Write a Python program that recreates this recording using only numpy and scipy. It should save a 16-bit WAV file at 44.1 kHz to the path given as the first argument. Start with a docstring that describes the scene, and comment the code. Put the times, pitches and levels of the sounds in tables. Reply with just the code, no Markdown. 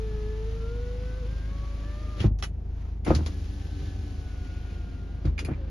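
"""The low boom of an idling engine, heard from inside the parked car, under a front window whining upward.
The glass hisses in its channels and thuds into its frame; switches snap and cloth rustles faintly.
A rear window then breaks free of its seal, runs down, bumps its lower stop and starts to move again.
Engine and motors are sums of tones that follow their speeds; rubbing is coloured noise;
knocks and clicks are decaying panel and shell modes with short noise from the trim and cabin."""
import sys
import numpy as np
from scipy import signal
from scipy.fft import rfft, irfft, next_fast_len
from scipy.io import wavfile
from scipy.ndimage import map_coordinates

SR = 44100
rng = np.random.default_rng(int(sys.argv[2]) if len(sys.argv) > 2 else 0)


def int16_out(signal):
    """Quantize to a 16-bit WAV file."""
    q = np.round(np.clip(np.atleast_2d(signal).T, -1, 1) * 32767)
    wavfile.write(sys.argv[1], SR, q.astype(np.int16))


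N = 251370

# likeness of the left and right microphone ports: hz, correlation (0 to 1)
LIKENESS = [(50, 0.87), (150, 0.96), (350, 0.66), (600, 0.34), (1400, 0.092), (3000, 0.55), (5500, 0.58),
            (9000, 0.053)]
# colour of glass rubbing on felt and rubber: hz, relative density_db (per Hz)
RUB_COLOUR = [(60, -27), (150, 0.5), (300, 8), (500, 6), (800, -2.5), (1200, 0.5), (1800, -2.5), (2800, -3),
              (4500, -6.5), (6500, -11), (9000, -17), (12000, -29.5)]


def amp(db):
    """Decibels to gain."""
    return 10 ** (np.asarray(db) / 20)


def unit(x):
    """Scale to rms 1."""
    return x / np.sqrt(np.mean(x ** 2) + 1e-20)


def along(points, hz):
    """Read (Hz, value) points on a log frequency axis."""
    f, v = np.transpose(points)
    return np.interp(np.log(hz + 1), np.log(f + 1), v)


def curves(rows):
    """One value per sample for each column after the time."""
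    s, *cols = np.transpose(rows)
    return [np.interp(np.arange(N) / SR, s, c) for c in cols]


def wobble(rate):
    """A smooth random curve, rate knots a second."""
    knots = rng.standard_normal(int(N * rate / SR) + 4)
    return map_coordinates(knots, [np.arange(N) * rate / SR])


def filtered(x, response):
    """x through a response of frequency."""
    n = x.shape[-1]
    m = next_fast_len(n + SR // 4)
    return irfft(rfft(x, m) * response(np.fft.rfftfreq(m, 1 / SR)), m)[..., :n]


def port_angle(hz):
    """The phase angle in radians whose cosine is the likeness of the two ports."""
    return np.arccos(np.clip(along(LIKENESS, hz), -1, 1))


def noise(colour, size=N):
    """Stereo noise of rms 1 and colour(Hz) dB: nearly mono in the low bass, mostly wider above."""
    def mid_side(hz):
        turn = port_angle(hz) / 2
        return amp(colour(hz)) * [np.cos(turn), np.sin(turn)]

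    mid, side = filtered(rng.standard_normal((2, size)), mid_side)
    return unit(np.array([mid + side, mid - side]))


def tone(turns, hz, skew=0.17):
    """A stereo sine of rms 1; the less alike the ports at hz, the further out of step they are."""
    apart = skew * port_angle(hz)
    return np.sqrt(2) * np.sin(2 * np.pi * (turns + rng.random()) + np.array([[apart], [-apart]]))


def add(track, s, sound):
    """Mix a sound into the track at time s."""
    part = track[:, round(s * SR):][:, :sound.shape[-1]]
    part += sound[..., :part.shape[-1]]


def running(start_s, stop_s, fade_s=0.012):
    """1 while a motor turns, with a short fade just outside each end."""
    t = np.arange(N) / SR
    return np.clip(np.minimum(t - start_s, stop_s - t) / fade_s + 1, 0, 1)


def swell(s, rise_s, hold_s, fall_s):
    """A gain that grows to 1 at time s, holds and dies away."""
    t = np.arange(N) / SR - s
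    return np.exp(np.minimum(t, 0) / rise_s - np.maximum(t - hold_s, 0) / fall_s)


def engine():
    """Firing orders boom through the body, over a rumble that throbs with each firing."""
    # idle from the front seat, then facing the rear: time_s, octave_hz (twice the firing rate, the
    # strongest order), octave_db, boom_db (third firing harmonic)
    idle = [(0, 52.72, -30.5, -43), (1.4, 52.32, -31, -41.5), (2.7, 52.96, -34, -38),
            (3.5, 51.96, -35.5, -36), (4.9, 52.31, -36, -39.5), (5.7, 52.77, -33.5, -36.5)]
    # other engine orders: multiple of the firing rate, level_db against the octave
    orders = [(1, -15.5), (2.5, -18.5), (4, -13), (5, -24.5), (6, -27.5), (7, -26), (7.5, -31), (10, -33.5),
              (11, -34)]
    # belt-driven parts humming off the firing orders: hz, level_db
    belt = [(43.6, -56), (73, -49)]
    # cabin rumble: hz, relative density_db (per Hz)
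    cabin = [(15, -11.5), (27, 4), (40, -6.5), (60, 3), (110, -2), (160, -1), (260, -9), (380, -11.5),
             (520, -21.5), (750, -20), (1100, -35.5), (2200, -42), (4500, -59), (11000, -63)]
    octave_hz, db, boom_db = curves(idle)
    firings = np.cumsum(octave_hz / 2) / SR
    hz = octave_hz.mean() / 2
    hum = amp(db + 0.54 * wobble(14.0)) * tone(2 * firings, 2 * hz)
    hum += amp(boom_db + .9 * wobble(8)) * tone(3 * firings, 3 * hz)
    for order, order_db in orders:
        # no two combustions are alike, so the weak orders waver in level and phase
        level = amp(db + order_db + 1.8 * wobble(11))
        hum += level * tone(order * firings + 0.099 * wobble(3.85), order * hz)
    for belt_hz, belt_db in belt:
        hum += amp(belt_db + 2 * wobble(4)) * tone(belt_hz * np.arange(N) / SR, belt_hz)
    throb = unit(amp(1.8 * np.cos(2 * np.pi * firings)))
    return hum + amp(-43.5) * throb * noise(lambda f: along(cabin, f))


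def sliding():
    """Glass rubs along felt and rubber with an uneven grip and squeezes through seals; the door rumbles."""
    # glass travelling in its channels: start_s, stop_s, level_db, first_treble_db, last_treble_db,
    # door_rumble_db, rumble_growth (dB/s)
    travels = [(-.1, 2.24, -51.5, -2, -0.5, -23.5, 11.5), (3.06, 5.285, -55.5, 7, -8.5, 7.5, -0.5),
               (5.385, 5.8, -53, -16.5, -20, 17.5, -42)]
    # glass squeezing into or out of a seal: time_s, level_db, rise_s, hold_s, fall_s, treble_db, door_rumble_db
    squeezes = [(2.198, -43, 0.013, 0.069, 0.013, -5.5, -14), (3.073, -40, 0.012, 0.011, 0.048, -3.5, 13.5),
                (5.255, -51.5, 0.011, 0.013, 0.092, -13, 15)]
    attack_s, release_s = 0.017, 0.008
    colour_power = 2.65  # the treble changes mostly late in the travel
    t = np.arange(N) / SR
    rub = noise(lambda f: along(RUB_COLOUR, f))
    treble = filtered(rub, lambda f: f ** 2 / (f ** 2 + 3500 ** 2))
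    bass = filtered(rub, lambda f: 1 / (1 + (f / 380) ** 4))

    def coloured(treble_db, rumble_db):
        return rub + (amp(treble_db) - 1) * treble + (amp(rumble_db) - 1) * bass

    out = np.zeros((2, N))
    for s, db, rise_s, hold_s, fall_s, treble_db, rumble_db in squeezes:
        out += amp(db) * swell(s, rise_s, hold_s, fall_s) * coloured(treble_db, rumble_db)
    for start, stop, db, first_db, last_db, rumble_db, growth in travels:
        moved_s = np.clip(t - start, 0, stop - start)
        envelope = (1 - np.exp(-moved_s / attack_s)) * np.exp(-np.maximum(t - stop, 0) / release_s)
        treble_db = first_db + (last_db - first_db) * (moved_s / (stop - start)) ** colour_power
        out += amp(db) * envelope * coloured(treble_db, rumble_db + growth * moved_s)
    grip_db = 0.39 * wobble(9.1) + 0.71 * wobble(140)
    return amp(grip_db) * out


def motor(slot_hz, levels, shaft_orders, hum_db=0, flutter=.003, rough_db=1.5, slot_count=8):
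    """A window motor: its rotor slots whine, and the unbalanced shaft shakes the door at lower orders."""
    slots = np.cumsum(slot_hz * (1 + flutter * wobble(45))) / SR
    hz = slot_hz.mean()
    whine = sum(amp(db + rough_db * wobble(35)) * tone(k * slots, k * hz)
                for k, db in enumerate(levels, 1))
    for order, db in shaft_orders:
        # the loose door panel blurs the hum in level and phase
        shake = amp(db + hum_db + 2.5 * wobble(22))
        whine += shake * tone(order * slots / slot_count + 0.098 * wobble(20), order * hz / slot_count)
    return whine


def front_window(count=4, fade_db=2.8):
    """The motor speeds up as the glass rises, sweeping count harmonics through the door's resonances."""
    # motor speed apart from the snag: time_s, rotor_slot_hz
    speed = [(0, 440), (0.201, 424.4), (.416, 437), (.484, 448.8), (0.67, 458), (0.762, 479), (1.15, 504.9),
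             (1.32, 527.3), (1.442, 532.7), (1.522, 556.4), (1.83, 574.5), (2.028, 605.6), (2.11, 605),
             (2.2, 590)]
    # how loudly the door radiates a slot harmonic: hz, level_db
    door = [(420, -39), (455, -41), (490, -40.5), (507, -47.5), (530, -59.5), (590, -54.5), (700, -67),
            (880, -62.5), (940, -73), (985, -69), (1060, -68), (1110, -56.5), (1210, -56.5), (1290, -66),
            (1350, -64), (1405, -56), (1460, -62), (1520, -64), (1590, -61), (1660, -62), (1700, -66.5),
            (1750, -61.5), (1830, -74), (2050, -73), (2240, -67), (2400, -86)]
    # rotor unbalance shaking the door: multiple of the shaft rate, level_db
    shaft = [(1, -67), (3, -70), (4, -57), (5, -71), (6, -75), (18, -72), (22, -73.5)]
    # the rising glass catches once, and the motor briefly slows
    snag_s, snag_width_s, snag_slows_hz, snag_db = 1.245, 0.03105, 32.86, -1.5
    snag = np.exp(-((np.arange(N) / SR - snag_s) / snag_width_s) ** 2)
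    slot_hz = curves(speed)[0] - snag_slows_hz * snag
    levels = []
    for k in range(1, count + 1):
        # the shorter the wavelength, the more a harmonic fades in and out as the glass moves
        fading_db = fade_db * np.sqrt(k - 1) * wobble(9.12)
        levels.append(along(door, k * slot_hz) + snag_db * snag + fading_db)
    return running(speed[0][0], speed[-1][0]) * motor(slot_hz, levels, shaft, flutter=0.003, rough_db=1)


def with_rebounds(rows):
    """Each blow and its rebound, which is duller and shakes the trim less for its strength."""
    for s, db, low_hz, sharp_hz, rattle_db, rebound_db, pan_db in rows:
        yield s, db, low_hz, sharp_hz, rattle_db, pan_db
        yield s + .02, db + rebound_db, low_hz, sharp_hz * 0.57, rattle_db + rebound_db - 4, pan_db


def blows(rows, panel, skew=0.22):
    """Blows ring the panel and shake the trim; soft contacts miss the high modes, light parts the low ones."""
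    # trim rattle: hz, relative density_db (per Hz)
    trim = [(40, -35), (100, -12), (220, 10.5), (350, 13), (550, -4), (850, -4), (1300, -5.5),
            (2200, -16.5), (5000, -63), (12000, -69.5)]
    # ring of the trim in the cabin: hz, t60_s
    room = [(80, 0.7), (300, 0.063), (800, 0.22), (3000, 0.077), (10000, .08)]
    out, t = np.zeros((2, N)), np.arange(SR // 2) / SR

    def mode(hz):
        # the less alike the ports, the further out of step a mode may reach them
        apart = skew * port_angle(hz) * rng.normal()
        return np.sin(2 * np.pi * hz * t + apart * np.array([[1], [-1]]))

    for s, db, low_hz, sharp_hz, rattle_db, pan_db in with_rebounds(rows):
        ring = np.zeros((2, len(t)))
        for k, (hz, level, t60) in enumerate(panel):
            reach = 1 / np.hypot(1, (hz / sharp_hz) ** 2) / np.hypot(1, (low_hz / hz) ** 2)
            decay = amp(level + rng.normal(0, 1) - 60 * t / t60)
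            ring += decay * reach * (-1) ** k * mode(hz)
        # each band of the rattle dies away at its own rate
        hz, when, z = signal.stft(noise(lambda f: along(trim, f), size=len(t)), SR, nperseg=256)
        faded = z * amp(-60 * when / along(room, hz)[:, None])
        rattle = signal.istft(faded, SR)[1][:, :len(t)]
        blow = (amp(db) * ring + amp(rattle_db) * rattle) * (1 - np.exp(-t / 0.001))
        add(out, s, amp([[pan_db / 2], [-pan_db / 2]]) * blow)
    return out


def front_blows():
    """Glass and lifter strike in the front door, and its panel rings."""
    # blows of glass, lifter and switch: time_s, ring_db, lowest_mode_hz, contact_sharpness_hz,
    # trim_rattle_db, rebound_db (against the blow), left_minus_right_db
    strikes = [(2.202, -22, 40, 170, -47, -23, -1), (2.24, -22, 120, 540, -34, -22, -2),
               (2.246, -12, 40, 186, -33, -7.5, 0.5), (2.306, -21.5, 40, 110, -76, -24, 0.5),
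               (2.427, -41, 250, 1000, -59, -21, -9)]
    # modes of the door panel: hz, level_db, t60_s
    panel = [(49.7, -6, 0.32), (68, -2, 0.18), (105.6, 4.5, 0.12), (146, 5, 0.042), (193, 0.5, 0.092),
             (212, 0, 0.088), (322, 1, 0.072), (405, -2, 0.17), (553, -6, 0.09), (636, -5, 0.049),
             (783, -4.5, 0.068), (980, -14, 0.045)]
    return blows(strikes, panel)


def contacts(rows):
    """Each click is two contacts, the second less pitched."""
    for s, db, pitch_hz, emphasis_db, second_db, ring_db, pan_db in rows:
        yield s, db, pitch_hz, emphasis_db, ring_db, pan_db
        yield s + .0115, db + second_db, pitch_hz, emphasis_db * 0.35, ring_db, pan_db


def clicks(rows, shell):
    """Plastic snaps ring their shell and are scattered by the cabin's glass and trim."""
    # scattered snap: hz, relative density_db (per Hz)
    plastic = [(150, -18), (400, -7), (800, 2.5), (1400, 7.5), (2400, 2), (3500, 1), (5000, -4.5),
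               (7000, -2), (10500, -10), (12000, -29.5)]
    scatter_t60_s = 0.11
    out, t = np.zeros((2, N)), np.arange(SR // 4) / SR
    # the direct snap stands above its echoes
    direct = (1 + 0.7 * np.exp(-t / 0.003)) * (1 - np.exp(-t / 0.0009))
    for s, db, pitch_hz, emphasis_db, ring_db, pan_db in contacts(rows):
        def emphasis(f):
            return emphasis_db / (1 + (np.log2((f + 1) / pitch_hz) / 0.53) ** 2)

        modes = []
        for hz, level, _ in shell:
            # each mode reaches the two ports a little out of step
            phase = rng.random() + 0.18 * rng.standard_normal((2, 1))
            modes.append(amp(level + emphasis(hz)) * np.sin(2 * np.pi * (hz * t + phase)))
        ring = sum(mode * amp(-60 * t / t60) for mode, (_, _, t60) in zip(modes, shell))
        ring = ring / np.std(sum(modes))
        scatter = noise(lambda f: along(plastic, f) + emphasis(f), size=len(t))
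        scatter = amp(-60 * t / scatter_t60_s) * scatter
        snap = direct * (amp(-4.0) * scatter + amp(ring_db) * ring)
        add(out, s, amp([[db + pan_db / 2], [db - pan_db / 2]]) * snap)
    return out


def front_clicks():
    """Switches and glass catches snap in the front door."""
    # snaps: time_s, level_db, pitch_hz, emphasis_db (at that pitch), second_contact_db,
    # shell_ring_db, left_minus_right_db
    snaps = [(2.2025, -34.5, 3000, 14, -7.5, -0.5, 1.5), (2.387, -47, 6000, 9.6, -2, -17, -3),
             (2.4245, -31, 3300, 1, -7.5, -1, -3.5), (2.435, -34, 1930, 4, -12.5, -1.5, -1),
             (2.439, -37.5, 9100, 11, -12, -7, -1)]
    # modes of the plastic shell: hz, level_db, t60_s
    shell = [(685, -2, 0.097), (1180, 2, .05), (1370, 0, 0.051), (1870, -4.5, 0.063), (1976, 1.5, 0.079),
             (2600, -5, 0.094), (2970, 0.5, 0.11), (3290, 4, 0.032), (4160, -1, 0.077), (4570, -7, 0.06),
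             (5070, -2, 0.07), (5600, 0, 0.06), (5660, -1, 0.055), (6000, -11, 0.042)]
    return clicks(snaps, shell)


def creaks():
    """Under load the lifter and seal slip in uneven little jerks."""
    # bursts of slips: start_s, length_s, level_db, slips_per_s
    bursts = [(2.206, .065, -49, 230), (3.064, 0.055, -35, 100), (5.277, .04, -63, 170),
              (5.464, 0.07, -47, 160)]
    # creak: hz, relative density_db (per Hz)
    creak_colour = [(200, -17.5), (500, 2.5), (1100, 0.5), (1700, 4.5), (2600, 1.5), (3600, -21),
                    (7000, -44), (12000, -45.5)]
    out, t = np.zeros((2, N)), np.arange(SR // 20) / SR
    for s, length, db, rate in bursts:
        for k, (late, size) in enumerate(rng.standard_normal((int(length * rate), 2))):
            strength = amp(db + 3 * size)
            slip = amp(-60 * t / 0.035) * noise(lambda f: along(creak_colour, f), size=len(t))
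            add(out, s + (k + 0.26 * late) / rate, strength * slip)
    return out


def rustle():
    """Cloth brushes the seat in small uneven patches as someone turns."""
    # cloth: hz, relative density_db (per Hz)
    cloth = [(200, -17.5), (900, 8), (2000, -0.5), (4200, -7.5), (6500, -11), (11000, -27)]
    patches = amp(-57.5 + 1.4 * wobble(56))
    return swell(s=2.856, rise_s=0.22, hold_s=0, fall_s=0.12) * patches * noise(lambda f: along(cloth, f))


def rear_clicks():
    """Switches and glass catches snap in the rear door."""
    # snaps: time_s, level_db, pitch_hz, emphasis_db (at that pitch), second_contact_db,
    # shell_ring_db, left_minus_right_db
    snaps = [(3.048, -41, 9150, 8.9, -6, -4.5, -1.5), (3.149, -28.5, 4930, 12, -10.5, -16, 1.5),
             (3.261, -34, 4530, 9.4, -8.5, -10, 1), (5.253, -46.5, 3910, 8.7, -14, -5, -2),
             (5.379, -36, 2070, 16, -17, -1, -7), (5.39, -32.5, 5300, 3.6, -10.5, -0.5, 0),
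             (5.448, -41, 9700, 13, -8, 0.5, -2), (5.534, -47.5, 2240, 28, -14, -5, -4)]
    # modes of the plastic shell: hz, level_db, t60_s
    shell = [(1710, -6, 0.093), (2080, 3, 0.11), (2120, 3, 0.082), (2276, 7, 0.056), (2368, 6.5, 0.088),
             (2470, 7, 0.078), (2670, 1.5, 0.09), (2830, 0, 0.11), (3440, -0.5, 0.08), (4220, -3, 0.09),
             (4800, 6, 0.055), (4930, -15, 0.073), (5480, -5, 0.078), (6800, -19, 0.082)]
    return clicks(snaps, shell)


def rear_blows():
    """Glass and lifter strike in the rear door, and its panel rings."""
    # blows of glass, lifter and switch: time_s, ring_db, lowest_mode_hz, contact_sharpness_hz,
    # trim_rattle_db, rebound_db (against the blow), left_minus_right_db
    strikes = [(3.064, -28, 597, 1100, -31, -31, 1), (3.075, -25, 170, 420, -23, -27, -0.5),
               (3.088, -20, 50, 89.5, -55, -25, 0), (3.102, -17.5, 260, 1200, -26, -26, 1),
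               (3.108, -24.5, 182, 850, -21.5, -26, 0.5), (3.154, -19.5, 79, 145, -42, -33, -1),
               (3.185, -28, 149, 327, -35, 2, -0.5), (3.261, -42, 298, 700, -40, -1, -1),
               (3.81, -38.5, 110, 190, -58, 3, -5), (5.2475, -21, 118, 169, -37, 0, -1),
               (5.269, -23.5, 49.8, 100, -42.5, -9, 1), (5.447, -33, 90, 200, -58, -7, -2),
               (5.483, -30, 170, 400, -34.5, 1, 1), (5.509, -25, 81, 169, -46, -17, -0.5)]
    # modes of the door panel: hz, level_db, t60_s
    panel = [(52.7, 4.5, 0.24), (78.2, 4, 0.51), (113, -2, 0.2), (145.5, 4, 0.11), (204.5, -6, 0.13),
             (233, -3, 0.1), (310, 1.5, 0.089), (356, 2, 0.084), (461, -3, 0.072), (530, -2.5, 0.1),
             (634, -1.5, 0.061), (732, -1, 0.095), (870, -4, 0.047), (940, -8, 0.11), (1070, -11.5, 0.055),
             (1244, -11.5, 0.15)]
    return blows(strikes, panel)


def rear_window(count=2, fade_db=1.2):
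    """The motor runs down with the weight of the glass; count harmonics pass the door's resonances."""
    # motor speed: time_s, rotor_slot_hz
    speed = [(3.279, 753.3), (3.45, 754), (3.62, 774.4), (3.85, 766.5), (4.068, 758), (4.269, 735.4),
             (4.44, 722), (4.62, 723.3), (4.82, 711.4), (5.001, 705.3), (5.24, 722.4)]
    # how loudly the door radiates a slot harmonic: hz, level_db
    door = [(700, -65.5), (770, -63.5), (1400, -63.5), (1445, -61.5), (1488, -65), (1510, -68), (1545, -64)]
    # rotor unbalance shaking the door, before hum_db: multiple of the shaft rate, level_db
    shaft = [(1, -44.5), (2, -56.5), (3, -53.5), (4, -64), (5, -86), (9, -74.5), (18, -72)]
    swell_db, swell_s = 12, 0.14  # the whine swells in as the glass gets going
    sink_s, sink_db_per_s = 4.7, 8  # the upper harmonic fades as the glass sinks into the door
    t = np.arange(N) / SR
    slot_hz, = curves(speed)
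    start, stop = speed[0][0], speed[-1][0]
    starting = np.exp(-np.maximum(t - start, 0) / swell_s)
    sunk_db = sink_db_per_s * np.maximum(t - sink_s, 0)
    levels = [along(door, k * slot_hz) - swell_db * starting - (k - 1) * sunk_db + fade_db * wobble(38)
              for k in range(1, count + 1)]
    # the faster it turns, the more the door hums (0.0781 dB per Hz)
    hum_db = 1.5 + 0.0781 * (slot_hz - slot_hz.mean())
    whine = motor(slot_hz, levels, shaft, hum_db=hum_db, flutter=0.0033, rough_db=1.5)
    return running(start, stop) * whine


def tight_spots():
    """The rubber seal grips the passing glass and rasps around a broad resonance."""
    # tight spots in the rear channel: time_s, half_length_s, level_db, rasp_hz, emphasis_db
    spots = [(3.816, 0.17, -56, 3900, 4.5), (4.6, 0.33, -58.5, 2450, 9)]
    t = np.arange(N) / SR

    def rasp(hz, emphasis_db):
        return noise(lambda f: along(RUB_COLOUR, f) + emphasis_db / (1 + (np.log2((f + 1) / hz) / 0.3) ** 2))

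    return sum(amp(db + 1.6 * wobble(60)) * np.exp(-((t - s) / half_s) ** 2) * rasp(hz, emphasis_db)
               for s, half_s, db, hz, emphasis_db in spots)


def rear_restart():
    """The rear motor spins up again in a brief, unsteady whine and slows under the weight of the glass."""
    # slot harmonics 1, 2 and 3: level_db
    whine_db = [-51.5, -78, -68]
    restart_s, restart_hz = 5.5, 608
    spin_up_hz, spin_up_s, sag_hz_per_s = 100, 0.023, 510
    t = np.maximum(np.arange(N) / SR - restart_s, 0)
    slot_hz = restart_hz - spin_up_hz * np.exp(-t / spin_up_s) - sag_hz_per_s * t
    strain = swell(s=5.595, rise_s=.04, hold_s=0.045, fall_s=.05)
    # a negative rough_db only flips the random flicker
    return running(restart_s, N / SR) * strain * motor(slot_hz, whine_db, [], flutter=0.0203, rough_db=-2)


def scene():
    """Everything heard between the seats, body and windows a shade to the left."""
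    body = engine() + front_blows() + rear_blows()
    windows = sliding() + front_window() + rear_window() + tight_spots() + rear_restart()
    switches = front_clicks() + rear_clicks()
    return body * amp([[.35], [-.35]]) + windows * amp([[.6], [-.6]]) + switches + creaks() + rustle()


def record(dry):
    """The microphone port cuts a notch in the treble; nothing passes above the band limit."""
    # port response: hz, gain_db
    port = [(6800, -0.5), (7400, -8), (7900, -38.5), (8800, -22.5), (9600, 1), (10500, 6.5)]
    top_hz = 11900
    return filtered(dry, lambda hz: amp(along(port, hz)) * (hz < top_hz))


dry = scene()
out = record(dry)
int16_out(out)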